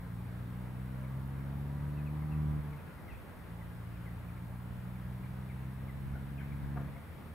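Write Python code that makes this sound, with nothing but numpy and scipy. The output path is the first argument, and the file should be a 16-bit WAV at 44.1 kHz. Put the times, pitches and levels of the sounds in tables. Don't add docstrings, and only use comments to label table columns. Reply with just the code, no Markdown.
import sys
import numpy as np
from scipy import signal
from scipy.fft import rfft, irfft
from scipy.io import wavfile
from scipy.ndimage import uniform_filter1d

SR = 44100
rng = np.random.default_rng(int(sys.argv[2]) if len(sys.argv) > 2 else 0)


def int16_out(signal):
    q = np.round(np.clip(np.atleast_2d(signal).T, -1, 1) * 32767)
    wavfile.write(sys.argv[1], SR, q.astype(np.int16))


N = 323694
TIME_S = np.arange(N) / SR


def gain_of(db):
    return 10 ** (np.asarray(db) / 20)


def unit_rms(x):
    return x / np.sqrt(np.mean(x ** 2) + 1e-20)


def value_at(points, hz):
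    table_hz, value = np.transpose(points)
    return np.interp(np.log(hz + 1), np.log(table_hz + 1), value)


def follow(rows, fade_s):
    times, *columns = np.transpose(rows)
    gate = np.clip(np.minimum(TIME_S - times[0], times[-1] - TIME_S) / fade_s + 1, 0, 1)
    return gate, *(np.interp(TIME_S, times, column) for column in columns)


def drift(top_hz):
    spectrum = rfft(rng.standard_normal(N))
    return unit_rms(irfft(spectrum * np.exp(-(np.fft.rfftfreq(N, 1 / SR) / top_hz) ** 2), N))


def panned(x, left_db):
    return np.array([x * gain_of(left_db / 2), x * gain_of(-left_db / 2)])


# frequency_hz, likeness
EAR_LIKENESS = [(40, 0.5), (100, 0.84), (210, 0.84), (330, 0.39), (500, 0.53), (770, 0.67), (1170, 0.52),
                (1790, 0.5), (2740, 0.14), (3800, 0.033), (5000, 0.05), (6410, 1), (9000, 0.99),
                (11000, 0.51), (15000, .15)]
# frequency_hz, left_db
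EAR_BALANCE = [(60, -2), (130, 0.5), (290, 1), (640, 0.5), (1410, 1.5), (3100, 1.5), (6820, -0.5),
               (15000, 0.5)]
def noise(colour, patchy_db, flicker_db, likeness=None):
    frames, hz = N // 512 + 5, np.fft.rfftfreq(2048, 1 / SR)
    a, b, c, d, patches = rng.standard_normal((frames, 1025, 5)).T
    patches = unit_rms(uniform_filter1d(uniform_filter1d(patches, size=20, axis=0), size=9, axis=1))
    flicker = unit_rms(uniform_filter1d(rng.standard_normal(frames), size=4))
    left_db = 0
    if likeness is None:
        likeness, left_db = value_at(EAR_LIKENESS, hz)[:, None], value_at(EAR_BALANCE, hz)
    left = a + 1j * b
    right = likeness * left + np.sqrt(1 - likeness ** 2) * (c + 1j * d)
    colour_db = np.where((hz < colour[0][0]) | (hz > colour[-1][0]), -120, value_at(colour, hz))
    spectra = np.array([left, right])
    spectra *= gain_of(colour_db[:, None] + patchy_db * patches + flicker_db * flicker)
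    spectra *= panned(np.ones(len(hz)), left_db)[:, :, None]
    return unit_rms(signal.istft(spectra, nperseg=2048, noverlap=1536)[1][:, :N])


# frequency_hz, relative_db
HISS_COLOUR = [(2060, -18), (3500, 0), (5330, -8), (6430, -9), (11200, 0), (15100, 0.5), (15700, -2.5)]
def hiss():
    return gain_of(-68.5) * noise(HISS_COLOUR, patchy_db=.15, flicker_db=.15)


# frequency_hz, relative_db
ROAR_COLOUR = [(20, -43), (35, -16), (55, 7), (86, 6), (192, 2), (260, -5), (374, -8), (471, -7.5),
               (745, -11), (900, -9.5), (1210, -11.5), (1950, -15.5), (3000, -25), (6000, -39.5)]
# time_s, level_db, treble_db
ROAR_CURVE = [(0, -49, -1.5), (2.7, -48, -1), (3.3, -49.8, 0), (4.2, -50.5, 1), (4.55, -50.5, -1.5),
              (4.78, -49, -0.5), (5., -50.5, 0.5), (6.5, -50, 1.5), (6.87, -49, 0.5), (7.34, -49.5, -0.5)]
def roar():
    _, level_db, treble_db = follow(ROAR_CURVE, fade_s=.1)
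    rumble = noise(ROAR_COLOUR, patchy_db=1., flicker_db=.4)
    treble = signal.sosfiltfilt(signal.butter(2, 1400, "high", fs=SR, output="sos"), rumble)
    return (rumble + (gain_of(treble_db) - 1) * treble) * gain_of(level_db)


# frequency_hz, relative_db
WIND_COLOUR = [(20, -40), (32, -18), (45, -3), (60, 0), (90, -6), (140, -15), (220, -23), (350, -36)]
# middle_s, half_width_s, level_db
WIND_GUSTS = [(.8, .2, -58), (2.45, .3, -52), (3.15, .2, -54), (3.7, .12, -56), (4.7, .2, -56),
              (6.1, .2, -50), (6.7, .35, -51)]
def wind():
    breeze = gain_of(-67)
    gusts = sum(gain_of(db) * np.exp(-((TIME_S - middle_s) / half_s) ** 2)
                for middle_s, half_s, db in WIND_GUSTS)
    return noise(WIND_COLOUR, patchy_db=1.5, flicker_db=1.5, likeness=-.25) * (breeze + gusts)


# pitch_hz, level_db
WHINE_TONE = [(1626, -77)]
def whine():
    return np.sqrt(2) * sum(gain_of(db + 3.3 * drift(5.8)) * np.sin(2 * np.pi * hz * TIME_S)
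                            for hz, db in WHINE_TONE)


def glides(rows, rasp, left_db, echo_db):
    tones = np.zeros(N, complex)
    for middle_s, hz, fall_hz, length_s, db in rows:
        position = np.linspace(-.5, .5, round(length_s * SR))
        tone = np.exp(2j * np.pi * np.cumsum(hz - fall_hz * position) / SR) * np.cos(np.pi * position)
        start = round(middle_s * SR) - len(tone) // 2
        tones[start:start + len(tone)] += np.sqrt(2) * gain_of(db) * tone
    whistles = (tones * np.exp(rasp * (.2 * drift(120) + 1j * drift(120)))).real
    t = np.arange(6000) / SR
    echo_tail = rng.standard_normal((2, len(t))) * gain_of(-60 * t / .51) * (t > .008)
    echo_tail /= np.linalg.norm(echo_tail[0])
    echoes = signal.oaconvolve(whistles[None], echo_tail, axes=1)[:, :N]
    return panned(whistles, left_db) + gain_of(echo_db) * echoes


# middle_s, pitch_hz, fall_hz, length_s, level_db
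RISING_TONES = [(1.01, 605, -70, .17, -63), (1.05, 540, -50, .12, -66), (1.17, 590, -110, .1, -65)]
def sliding_tones():
    return glides(RISING_TONES, rasp=.4, left_db=0, echo_db=-6)


def drone(rows, multiples, colour, wobble, waver_db, left_db):
    gate, hz, level_db = follow(rows, fade_s=.074)
    cycles = np.cumsum(hz * (1 + wobble * drift(5.06))) / SR
    tones = np.zeros(N)
    for k in multiples:
        strength = gain_of(value_at(colour, k * hz) + waver_db * drift(2.9))
        tones += strength * np.cos(2 * np.pi * (k * cycles + rng.random()))
    return panned(np.sqrt(2) * tones * gate * gain_of(level_db), left_db)


# time_s, pitch_hz, base_level_db
LOWING_CALL = [(1.5, 190, -70), (2.05, 193.5, -71), (2.2, 194.5, -68), (2.5, 196, -68.5), (2.58, 199, -73),
               (2.68, 217, -67), (2.77, 229, -66), (2.84, 231, -71)]
# frequency_hz, boost_db
VOICE_COLOUR = [(385, -3), (450, 6), (580, 0), (680, -12), (775, 0), (910, -4), (975, 2), (1120, -1),
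                (1170, -6), (1400, -20)]
def lowing_animal():
    return drone(LOWING_CALL, range(2, 7), VOICE_COLOUR, wobble=.009, waver_db=3, left_db=1.5)


# middle_s, pitch_hz, fall_hz, length_s, level_db
BIRD_CHIRPS = [(1.045, 2250, 700, .04, -63), (1.99, 2550, 444, 0.058, -66), (2.075, 2500, 750, .04, -62.5),
               (2.228, 2090, 450, .04, -66), (2.33, 2600, 447, .045, -65.5), (2.451, 1980, 500, 0.033, -67),
               (2.734, 2210, 350, .035, -62), (2.79, 2557, 500, .045, -67), (2.995, 1980, 450, .04, -66),
               (3.093, 2010, 500, .04, -58.5), (3.116, 2580, 550, 0.04, -62), (3.152, 2490, 200, .02, -61),
               (3.622, 1990, 253, .035, -61.5), (3.968, 2390, 350, .04, -69),
               (4.075, 2045, 500, .042, -59.5), (4.295, 2330, 300, .03, -68),
               (4.375, 2200, 400, .03, -65.5), (4.965, 2230, 500, .03, -66), (5.243, 2340, 350, 0.032, -65),
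               (5.509, 2200, 600, .05, -60), (5.896, 2060, 500, .042, -59.5),
               (6.162, 1455, 300, 0.033, -56.5), (6.393, 2320, 850, .035, -58.5),
               (6.405, 3050, 700, .03, -69), (6.412, 1580, 300, .03, -57), (6.418, 2250, 350, .028, -60),
               (6.44, 2000, 250, .022, -63), (6.527, 2210, 300, .028, -62), (6.967, 2170, 350, .025, -61)]
def birds():
    return glides(BIRD_CHIRPS, rasp=.9, left_db=6, echo_db=-4)


# start_s, level_db, dullness_db_per_khz
BLOWS = [(6.757, -53, 4.), (6.766, -47, 1.5), (6.803, -54, 4.), (6.953, -58, 12.)]
# pitch_hz, relative_db, ring_s (time to fade by 60 dB)
RING_TONES = [(520, -1, .06), (690, 0, .045), (900, -3, .04), (1220, -2, .035), (1420, 0, .03),
              (1630, -3, .03), (2250, -12, .03), (2950, -24, .02)]
def knocks():
    t, track = np.arange(5000) / SR, np.zeros(N)
    for start_s, level_db, dullness in BLOWS:
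        ring = sum(gain_of(db - dullness * hz / 1000 - 60 * t / ring_s) * np.sin(2 * np.pi * hz * t)
                   for hz, db, ring_s in RING_TONES)
        ring *= 1 - np.exp(-(t / .0006) ** 2)
        scuff = t * np.exp(-t / .004)
        rattle = .0006 * np.exp(-t / .06) * (t > .008)
        blow = signal.fftconvolve(ring, rng.standard_normal(len(t)) * (scuff + rattle))[:len(t)]
        start = round(start_s * SR)
        track[start:start + len(t)] += gain_of(level_db) * blow / np.sqrt(np.mean(blow[:900] ** 2))
    return panned(track, left_db=4.1)


# time_s, firing_rate_hz, base_level_db
FLYBY = [(0, 92.74, -52.5), (.6, 91.74, -52), (1.0, 91.4, -63), (1.4, 91.1, -50.5), (2.4, 88.73, -58.5),
         (4.4, 84.66, -52.5), (5.6, 82.8, -52.5), (6.4, 82, -53.5), (7.34, 80.2, -56)]
# frequency_hz, boost_db
FLYBY_COLOUR = [(85, -1.5), (170, -5.5), (240, -13)]
def aircraft():
    multiples = (1, 2, 2.83)
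    return drone(FLYBY, multiples, FLYBY_COLOUR, wobble=.002, waver_db=1.5, left_db=.3)


def throttle(pull_s, lift_s, first_hz, top_hz, pitch_bend, sag_hz_per_s,
             first_db, top_db, swell_bend, bark_rise_s, fade_db_per_s):
    bark_db, bark_s, coast_s = 3, .25, .455
    climb = np.clip((TIME_S - pull_s) / (lift_s - pull_s), 0, 1)
    after_s = np.maximum(TIME_S - lift_s, 0)
    bark = np.minimum(after_s / bark_rise_s, 1)
    dying_s = np.maximum(after_s - bark_s, 0)
    gate = np.clip(np.minimum(TIME_S - pull_s, lift_s + coast_s - TIME_S) / .14 + 1, 0, 1)
    hz = first_hz + (top_hz - first_hz) * climb ** pitch_bend - sag_hz_per_s * np.minimum(after_s, 1)
    level_db = first_db + (top_db - first_db) * climb ** swell_bend
    level_db += bark_db * bark - fade_db_per_s * dying_s
    roughness = np.clip(.03 + .04 * bark + .7 * dying_s, 0, 1)
    return gate, hz, level_db, roughness


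# frequency_hz, left_db, left_lead_radians
EXHAUST_AT_EARS = [(60, 0, 0.038), (139, .5, -0.25), (250, -3, -0.81), (400, -7.5, -0.81)]
def exhaust(gear, pipe_colour):
    gate, hz, level_db, roughness = throttle(*gear)
    firings = np.cumsum(hz) / SR
    uneven = drift(27)
    ear_hz, left_db, left_lead = np.transpose(EXHAUST_AT_EARS)
    tones = np.zeros((2, N))
    for k in (1, 1.5, 2, 2.5, 3, 4, 5, 6):
        half_db = -23 if k % 1 else 0
        scatter = drift(5.3) + 1j * drift(13)
        sway = 1 + roughness * (uneven + scatter)
        tone = sway * np.exp(1j * (2 * np.pi * k * firings + 1.7))
        tone *= gain_of(value_at(pipe_colour, k * hz) + half_db)
        left, right = panned(tone, np.interp(k * hz, ear_hz, left_db))
        left *= np.exp(1j * np.interp(k * hz, ear_hz, left_lead))
        tones += [left.real, right.real]
    return np.sqrt(2) * tones * gate * gain_of(level_db)


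# pull_s, lift_s, first_hz, top_hz,
# pitch_bend, sag_hz_per_s, first_db, top_db, swell_bend, bark_rise_s, fade_db_per_s
GEAR_PULLS = [(0, 2.31, 57.08, 76.28, 1.12, 7.64, -51, -38, 0.71, 0.071, 66),
              (3.52, 6.56, 56.77, 70.01, 1.45, 1.84, -53, -42.5, 1.02, 0.19, 66)]
# frequency_hz, boost_db
LOW_GEAR_COLOUR = [(55, -2.5), (75, -5.5), (115, 3), (150, 0), (175, 0), (225, -12.5), (300, -17),
                   (380, -32), (600, -44)]
HIGH_GEAR_COLOUR = [(55, -1), (70, -4.5), (115, 4.5), (140, -0.5), (172, 1), (185, -1), (210, -9),
                    (240, -19), (280, -14), (350, -25), (420, -34)]
def vehicle():
    return exhaust(GEAR_PULLS[0], LOW_GEAR_COLOUR) + exhaust(GEAR_PULLS[1], HIGH_GEAR_COLOUR)


def scene():
    background = roar() + wind() + whine() + sliding_tones()
    return background + lowing_animal() + birds() + knocks() + aircraft() + vehicle()


def record(dry):
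    cutoff_hz = 15780
    low_pass = signal.firwin(1023, cutoff_hz, window=("kaiser", 11), fs=SR)
    return signal.oaconvolve(dry + hiss(), low_pass[None], "same")


dry = scene()
out = record(dry)
int16_out(out)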